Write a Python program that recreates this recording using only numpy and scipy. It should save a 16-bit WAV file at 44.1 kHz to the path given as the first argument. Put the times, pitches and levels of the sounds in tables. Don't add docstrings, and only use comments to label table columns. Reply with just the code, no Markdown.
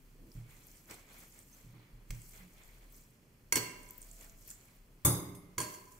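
import sys
import numpy as np
from scipy import signal
from scipy.fft import rfft, irfft, next_fast_len
from scipy.io import wavfile
from scipy.ndimage import uniform_filter1d

SR = 44100
rng = np.random.default_rng(int(sys.argv[2]) if len(sys.argv) > 2 else 0)


def dump(signal):
    limited = np.clip(np.atleast_2d(signal).T, -1, 1)
    pcm = np.round(limited * 32767).astype(np.int16)
    wavfile.write(sys.argv[1], SR, pcm)


N = 264159


def amp(db):
    return 10 ** (np.asarray(db) / 20)


def unit(x):
    return x / np.sqrt(np.mean(x ** 2) + 1e-20)


def along(points, hz):
    f, v = np.transpose(points)
    return np.interp(np.log(hz + 1), np.log(f + 1), v)


def curves(rows):
    s, *cols = np.transpose(rows)
    return [np.interp(np.arange(N) / SR, s, c) for c in cols]


def filtered(x, response):
    m = next_fast_len(x.shape[-1] + 4096)
    hz = np.fft.rfftfreq(m, 1 / SR)
    return irfft(rfft(x, m) * response(hz), m)[..., :x.shape[-1]]


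def sides(points):
    return lambda hz: amp(along(points, hz) * np.array([[.5], [-.5]]))


# (frequency [Hz], correlation [0-1])
ALIKE = [(30, 0.92), (150, 0.97), (380, 0.88), (950, 0.038), (2400, 0.056), (15000, 0.68)]


def paired(pair, spectrum):
    turn = lambda hz: np.arccos(np.clip(along(ALIKE, hz), -1, 1)) / 2
    shape = lambda hz: amp(along(spectrum, hz)) * [np.cos(turn(hz)), np.sin(turn(hz))]
    mid, side = filtered(pair, shape)
    return np.array([mid + side, mid - side])


def rush(spectrum, patchy_db):
    z = signal.stft(rng.standard_normal((2, N)), nperseg=256)[2]
    field = rng.standard_normal(z.shape[1:])
    field = uniform_filter1d(field, size=12, axis=0)
    field = uniform_filter1d(field, size=6, axis=1)
    patchy = signal.istft(z * amp(patchy_db * unit(field)), nperseg=256)[1][:, :N]
    pair = paired(patchy, spectrum)
    return pair / np.std(pair.mean(axis=0))


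def burst(spectrum, t, t60, apart):
    noise = rng.standard_normal((2, len(t)))
    a, b = unit(filtered(noise, lambda hz: amp(along(spectrum, hz))))
    return np.array([a + apart * b, a - apart * b]) * amp(-60 * t / abs(t60))


def ring(modes, db, tilt, t, spread_db, skew, blur):
    hz, level, t60 = np.transpose(modes)[:, :, None]
    middle_hz = np.median(hz)
    chance = rng.standard_normal((len(modes), 2))
    strength_db = db + level + tilt * np.log2(hz / middle_hz) + spread_db * chance[:, :1]
    size = amp(strength_db - 60 * t / t60)
    steps = rng.standard_normal((len(modes), len(t) // 64 + 1))
    drift = np.cumsum(np.repeat(steps, 64, axis=1)[:, :len(t)], axis=1) / SR
    phase = 2 * np.pi * hz * t + blur * np.sqrt(hz * middle_hz) * drift
    lag = skew * chance[:, 1:] * hz / (hz + 900)
    return np.array([np.sum(size * np.sin(phase + side * lag), axis=0) for side in (1, -1)])


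# (frequency [Hz], t60 [s])
KITCHEN = [(200, 1), (1000, 0.95), (4000, 0.63), (10000, 0.43), (16000, 0.5)]


def kitchen(x, wet_db):
    hz, t, z = signal.stft(rng.standard_normal((2, SR // 2)), SR, nperseg=256)
    decay = amp(-60 * t / along(KITCHEN, hz)[:, None])
    tail = paired(signal.istft(z * decay, SR, nperseg=256)[1], [(0, 0)])
    tail = np.pad(tail, ((0, 0), (150, 0))) / np.linalg.norm(tail[0])
    return x + amp(wet_db) * signal.fftconvolve(x, tail, axes=1)[:, :x.shape[1]]


def add(out, s, x):
    piece = out[:, round(s * SR):][:, :x.shape[1]]
    piece += x[:, :piece.shape[1]]


# (time [s], relative level [dB])
RUMBLE = [(0, -54.5), (.46, -55.5), (1.0, -62.5), (1.47, -65), (2.22, -58), (2.8, -57.5), (3.25, -67),
          (3.8, -58), (4.3, -54.5), (4.7, -60.5), (5.02, -59), (5.99, -64)]
# (frequency [Hz], relative density [dB per Hz])
DEEP = [(15, -23.5), (26, -11), (33, 2.5), (38, 0), (45, -35), (75, -43.5), (110, -50.5)]
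# (frequency [Hz], relative density [dB per Hz])
HUM = [(35, -79.5), (60, 0), (81, -4.5), (118, 1), (208, -4.5), (269, -6), (612, -18), (700, -38),
       (910, -77), (1540, -120)]
# (frequency [Hz], relative density [dB per Hz])
AIR = [(240, -19), (400, 3), (769, -1), (986, 1.5), (1530, -3), (2360, -1), (2930, -5.5), (4530, -8),
       (15000, -11.5), (16500, -52.5)]
# (frequency [Hz], left-right [dB])
AIR_PORTS = [(60, -0.5), (1300, -0.5), (6000, -4), (10000, -2.5), (15000, 16.5)]
HUM_DB, AIR_DB = -66.6, -73


def room_tone():
    rumble = amp(curves(RUMBLE)[0] - 3.5) * rush(DEEP, patchy_db=0.0)
    hum = amp(HUM_DB) * rush(HUM, patchy_db=0.5)
    air = amp(AIR_DB) * rush(AIR, patchy_db=1.0)
    return filtered(rumble + hum + air, sides(AIR_PORTS))


# (start [s], length [s], level before muffling [dB])
DRAG = (.14, .22, -59)
# (frequency [Hz], relative density [dB per Hz])
THUD = [(40, -27), (85, -8.5), (300, -4.5), (700, -17), (1200, -14), (2500, -40.5)]


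def drag():
    s, length, db = DRAG
    u = np.clip((np.arange(N) / SR - s) / length, 0, 1)
    muffled = filtered(rush(THUD, patchy_db=1.5), lambda hz: 1 / (1 + (hz / 600) ** 4))
    return amp(db) * np.sin(np.pi * u) * muffled


# (time [s], relative level [dB], hardness as mode tilt [dB per octave])
PUSHES = [(0.352, -46.5, -10), (0.895, -58, 1), (1.641, -51.5, -7), (1.733, -49.5, -3),
          (1.928, -67.5, -15.5), (2.1, -49, -13.5), (3.523, -45.5, 9), (3.548, -55, -7.5),
          (3.556, -35.5, 4.5), (5.05, -18.5, 0.5), (5.577, -35, 2)]
# (frequency [Hz], relative level [dB], t60 [s])
TABLE = [(38.7, -3.5, 0.23), (116.5, -0.5, 0.51), (150, 3.5, 0.2), (181.4, -10.5, 0.87),
         (265.5, -2.5, 0.19), (292.5, -18, 0.7), (347, -18, 0.95), (396, -21.5, 0.77), (479, -16.5, 0.57),
         (582, -11.5, 0.27)]
# (frequency [Hz], relative level [dB], t60 [s])
BUMP = [(93, 6.5, 0.096)]
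SWAY_DB, SWAY_PER_SOFTNESS = -7, 2.6


def table():
    out, t = np.zeros((2, N)), np.arange(SR) / SR
    rise = 1 - np.exp(-t / .005)
    for s, db, hardness in PUSHES:
        sway_db = SWAY_DB - SWAY_PER_SOFTNESS * hardness
        top = ring(TABLE[1:], 0, hardness, t, spread_db=1.2, skew=.3, blur=.06)
        legs = ring(TABLE[:1], sway_db, 0, t, spread_db=1, skew=.3, blur=.2)
        bump = ring(BUMP, 0, 0, t, spread_db=1, skew=.3, blur=0)
        thud = amp(1.15 * hardness - 4.0) * burst(THUD, t, 0.4, apart=0.2)
        add(out, s, amp(db - 8) * (top + legs + bump + thud) * rise)
    return kitchen(out, wet_db=-9.0)


# (time [s], relative level [dB], landing spot, rattle t60 [s])
CLINKS = [(0.909, -26, "paste", 0.028), (2.105, -21.5, "paste", 0.026), (3.5236, -11.5, "base", 0.034),
          (3.556, -14, "base", 0.044), (3.566, -14.5, "paste", 0.088), (5.049, -12, "edge", 0.012),
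          (5.062, -26.5, "edge", 0.21), (5.348, -46, "edge", 0.077), (5.5804, -21.5, "wall", 0.068),
          (5.6016, -24.5, "wall", 0.054), (5.613, -28, "wall", 0.21), (5.684, -44, "wall", 0.03),
          (5.746, -40, "wall", 0.028)]
SPOTS = {"paste": (-12, None, None, 0, 0, 1), "base": (3.1, 0, None, -1.1, 0, 1),
         "edge": (None, None, 4.8, 2.8, 0, 1), "wall": (-1.5, 2, -16, -3, 2.3, 1.5)}
# (frequency [Hz], relative level [dB], t60 [s])
BASE = [(2158, 5, 0.014), (2750, -27.5, .6), (5860, -3, 0.025), (7830, 5.5, 0.014)]
# (frequency [Hz], relative level [dB], t60 [s])
GLASS = [(606, -43, 0.83), (1001, -19, 0.3), (1050, -18.5, 0.064), (1604, -21, 0.14), (3220, -8, 0.019),
         (4410, -21.5, 0.35), (4680, -0.5, 0.013), (6130, 0, 0.015), (6890, -1, 0.025), (8620, 0, 0.039),
         (9830, -5, 0.046), (10000, -5.5, 0.033), (11040, -16.5, 0.16), (13150, -6, 0.04),
         (14950, -20, 0.025)]
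# (frequency [Hz], relative level [dB], t60 [s])
STEEL = [(1030, 4.5, 0.027), (2100, -31.5, 1.1), (2190, -6, 0.029), (3570, -13.5, 0.15), (3720, -19, 0.44),
         (4890, -23, 0.41), (5630, -25.5, 0.25), (6460, -15, 0.19), (6840, -13, 0.1), (7840, -13, 0.11),
         (8510, -3, 0.096), (10280, -12, 0.24), (10620, -14, 0.35), (10700, -17.5, 0.12),
         (11350, -18, 0.35), (12500, -14.5, 0.11), (12780, -17, 0.058), (13360, -11.5, 0.088),
         (13500, -20, .25), (14170, -20, 0.2), (15560, -22.5, 0.091)]
# (frequency [Hz], relative density [dB per Hz])
CRACK = [(130, -18.5), (380, 8), (700, -15.5), (2300, -1.5), (3800, -8.5), (6000, -2.5), (8000, -5.5),
         (9400, -9), (11000, -11.5), (16000, -9.5)]
STIFF_HZ = 5500


def pressed_glass(sharp, lasting):
    modes = []
    for hz, level, t60 in GLASS:
        if hz > STIFF_HZ:
            hz, t60 = hz * (1 + sharp / 100), t60 * lasting
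        modes.append((hz, level, t60))
    return modes


def clinks():
    out, t = np.zeros((2, N)), np.arange(SR * 3 // 4) / SR
    rise = 1 - np.exp(-t / .0016)
    for s, db, spot, rattle in CLINKS:
        base_db, glass_db, steel_db, bright, sharp, lasting = SPOTS[spot]
        glass = pressed_glass(sharp, lasting)
        # modes, level [dB], tilt [dB per octave], skew [rad], blur
        parts = [(BASE, base_db, 0, 1.2, .04), (glass, glass_db, bright, 1.1, .06),
                 (STEEL, steel_db, bright, 1.1, .1)]
        rings = sum(ring(modes, level_db, tilt, t, 1.5, skew, blur)
                    for modes, level_db, tilt, skew, blur in parts if level_db is not None)
        crack = 0.58 * burst(CRACK, t, rattle, apart=0.414)
        add(out, s, kitchen(amp(db - 8.5) * rise * (crack + rings), wet_db=-6.5))
    return out


# (start [s], length [s], from [Hz], to [Hz], dry peak level [dB])
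TONES = [(1.52, .032, 6420, 6050, -61), (2.37, .14, 183, 181, -59), (3.97, .5, 672, 660, -73)]


def squeak():
    s, length, from_hz, to_hz, db = np.transpose(TONES)[:, :, None]
    u = np.clip((np.arange(N) / SR - s) / length, 0, 1)
    wander = .015 * np.cumsum(rng.standard_normal(u.shape), axis=1)
    phase = 2 * np.pi * np.cumsum(from_hz + (to_hz - from_hz) * u, axis=1) / SR
    return np.sum(amp(db) * np.sin(np.pi * u) * np.sin(wander + phase), axis=0)


# (time [s], wet hiss [dB], plate sliding on glass [dB])
SPELLS = [
    [(.32, -74, -95), (.35, -69.5, -71), (.46, -81, -73.5), (.51, -68, -65.5), (.62, -69, -70.5),
     (.77, -65, -73.5), (.86, -73.5, -77), (.91, -59, -54), (1.06, -74.5, -69.5), (1.13, -64, -62),
     (1.24, -63.5, -63), (1.31, -68, -76.5), (1.38, -64.5, -68), (1.45, -71, -81), (1.56, -66, -73.5),
     (1.7, -75, -73), (1.8, -87, -68.5), (2.0, -106, -77)],
    [(2.15, -66, -67), (2.27, -63.5, -84), (2.37, -62.5, -62.5), (2.47, -73, -71), (2.65, -70.5, -66),
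     (2.88, -75.5, -71.5), (2.97, -64, -77), (3.13, -80, -88)],
    [(3.8, -66.5, -71), (4.0, -67.5, -72.5), (4.17, -64, -74.5), (4.23, -61, -62.5), (4.35, -73.5, -74.5),
     (4.44, -65, -86), (4.51, -56, -82), (4.58, -70.5, -71), (4.77, -74.5, -74), (4.85, -95, -100)],
    [(5.65, -71, -74), (5.72, -56, -66), (5.85, -70.5, -85), (5.93, -66, -97), (5.99, -69.5, -75)],
]
FADE_S = 0.092


def effort():
    t = np.arange(N) / SR
    inside = lambda rows: np.clip(np.minimum(t - rows[0][0], rows[-1][0] - t) / FADE_S + 1, 0, 1)
    return sum(amp(curves(rows)) * inside(rows) for rows in SPELLS)


def pops(rows, cycles):
    s, db, hz = np.transpose(rows)[:, :, None]
    t = np.arange(160) / SR
    u = t * hz / cycles
    wave = amp(db) * np.sin(2 * np.pi * hz * t) * u * np.exp(1 - u)
    at = (np.round(s * SR).astype(int) + np.arange(160)).ravel()
    return np.bincount(at, wave.ravel(), N + 160)[None, :N]


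def in_bowl(rows, cycles):
    t, places = np.arange(SR // 100) / SR, 6
    out = np.zeros((2, N))
    for k in range(places):
        x = pops(rows[k::places], cycles)
        echoes = rng.standard_normal((2, len(t))) * amp(-60 * t / .012)
        echoes /= np.linalg.norm(echoes[0])
        out += x + 1.36 * signal.oaconvolve(x, echoes, axes=1)[:, :N]
    return out


# (time [s], level before echoes [dB], pitch [Hz])
POPS = [(0.3173, -51, 5200), (0.5082, -52, 8900), (0.579, -65, 2450), (0.6696, -44, 12600),
        (0.8982, -47, 5200), (1.3902, -41.5, 8300), (1.425, -54, 7600), (2.2179, -42, 8300),
        (2.3421, -55, 10200), (2.6357, -49.5, 7300), (2.925, -48, 14600), (3.833, -45, 8700),
        (3.8896, -46, 8150), (3.908, -37, 12900), (3.909, -44.5, 8200), (3.9809, -37.5, 14650),
        (4.0176, -39.5, 8600), (4.028, -41, 7750), (4.114, -43, 7800), (4.133, -48, 8350),
        (4.2105, -42.5, 8000), (4.212, -62, 2790), (4.297, -47, 6500), (4.477, -38.5, 12600),
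        (4.484, -57, 2450), (4.5035, -34, 7660), (4.512, -39, 7240), (4.514, -61, 1660)]
# (frequency [Hz], relative density [dB per Hz])
HISS = [(2060, -15.5), (3500, -16), (5070, -12.5), (7670, -7), (8910, -11.5), (10400, -14.5), (13000, -9),
        (13800, -11.5), (16000, -17.5)]
# (frequency [Hz], relative density [dB per Hz])
SLIDE = [(350, -5.5), (600, -6), (1750, -8), (2250, -1), (2800, -12), (3700, -7.5), (4600, -15),
         (6000, -32)]
# (frequency [Hz], left-right [dB])
PORTS = [(60, -2), (700, -1.5), (2400, -2.5), (5000, -3.5), (7500, -6.5), (10000, -2), (12000, 9),
         (16000, 15)]


def mash():
    flow, rub = effort()
    when, size, pitch = rng.random((2000, 3)).T
    tiny_db = -9.0 * np.log10(size + .02)
    tiny = in_bowl(np.transpose([when * N / SR, tiny_db, 6200 * 2 ** (1.2 * pitch)]), cycles=0.98)
    big = in_bowl(POPS, cycles=1.3)
    hiss = flow * rush(HISS, patchy_db=1.8) + rub * rush(SLIDE, patchy_db=2.5)
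    bursts = flow * amp(-2.0) * unit(tiny) + kitchen(big + squeak(), wet_db=-6.5)
    return filtered(hiss, sides(AIR_PORTS)) + filtered(bursts, sides(PORTS))


def scene():
    knocks = filtered(drag() + table() + clinks(), sides(PORTS))
    return room_tone() + knocks + mash()


TOP_HZ = 15720


def record(dry):
    dip_db = lambda hz: -6.5 * np.exp(-((hz - 3750) / 220) ** 2)
    edge_db = lambda hz: -np.clip((hz - TOP_HZ) / 8, 0, 14) - np.clip((hz - TOP_HZ) / 30, 0, 90)
    return filtered(dry, lambda hz: amp(dip_db(hz) + edge_db(hz)))


dry = scene()
out = record(dry)
dump(out)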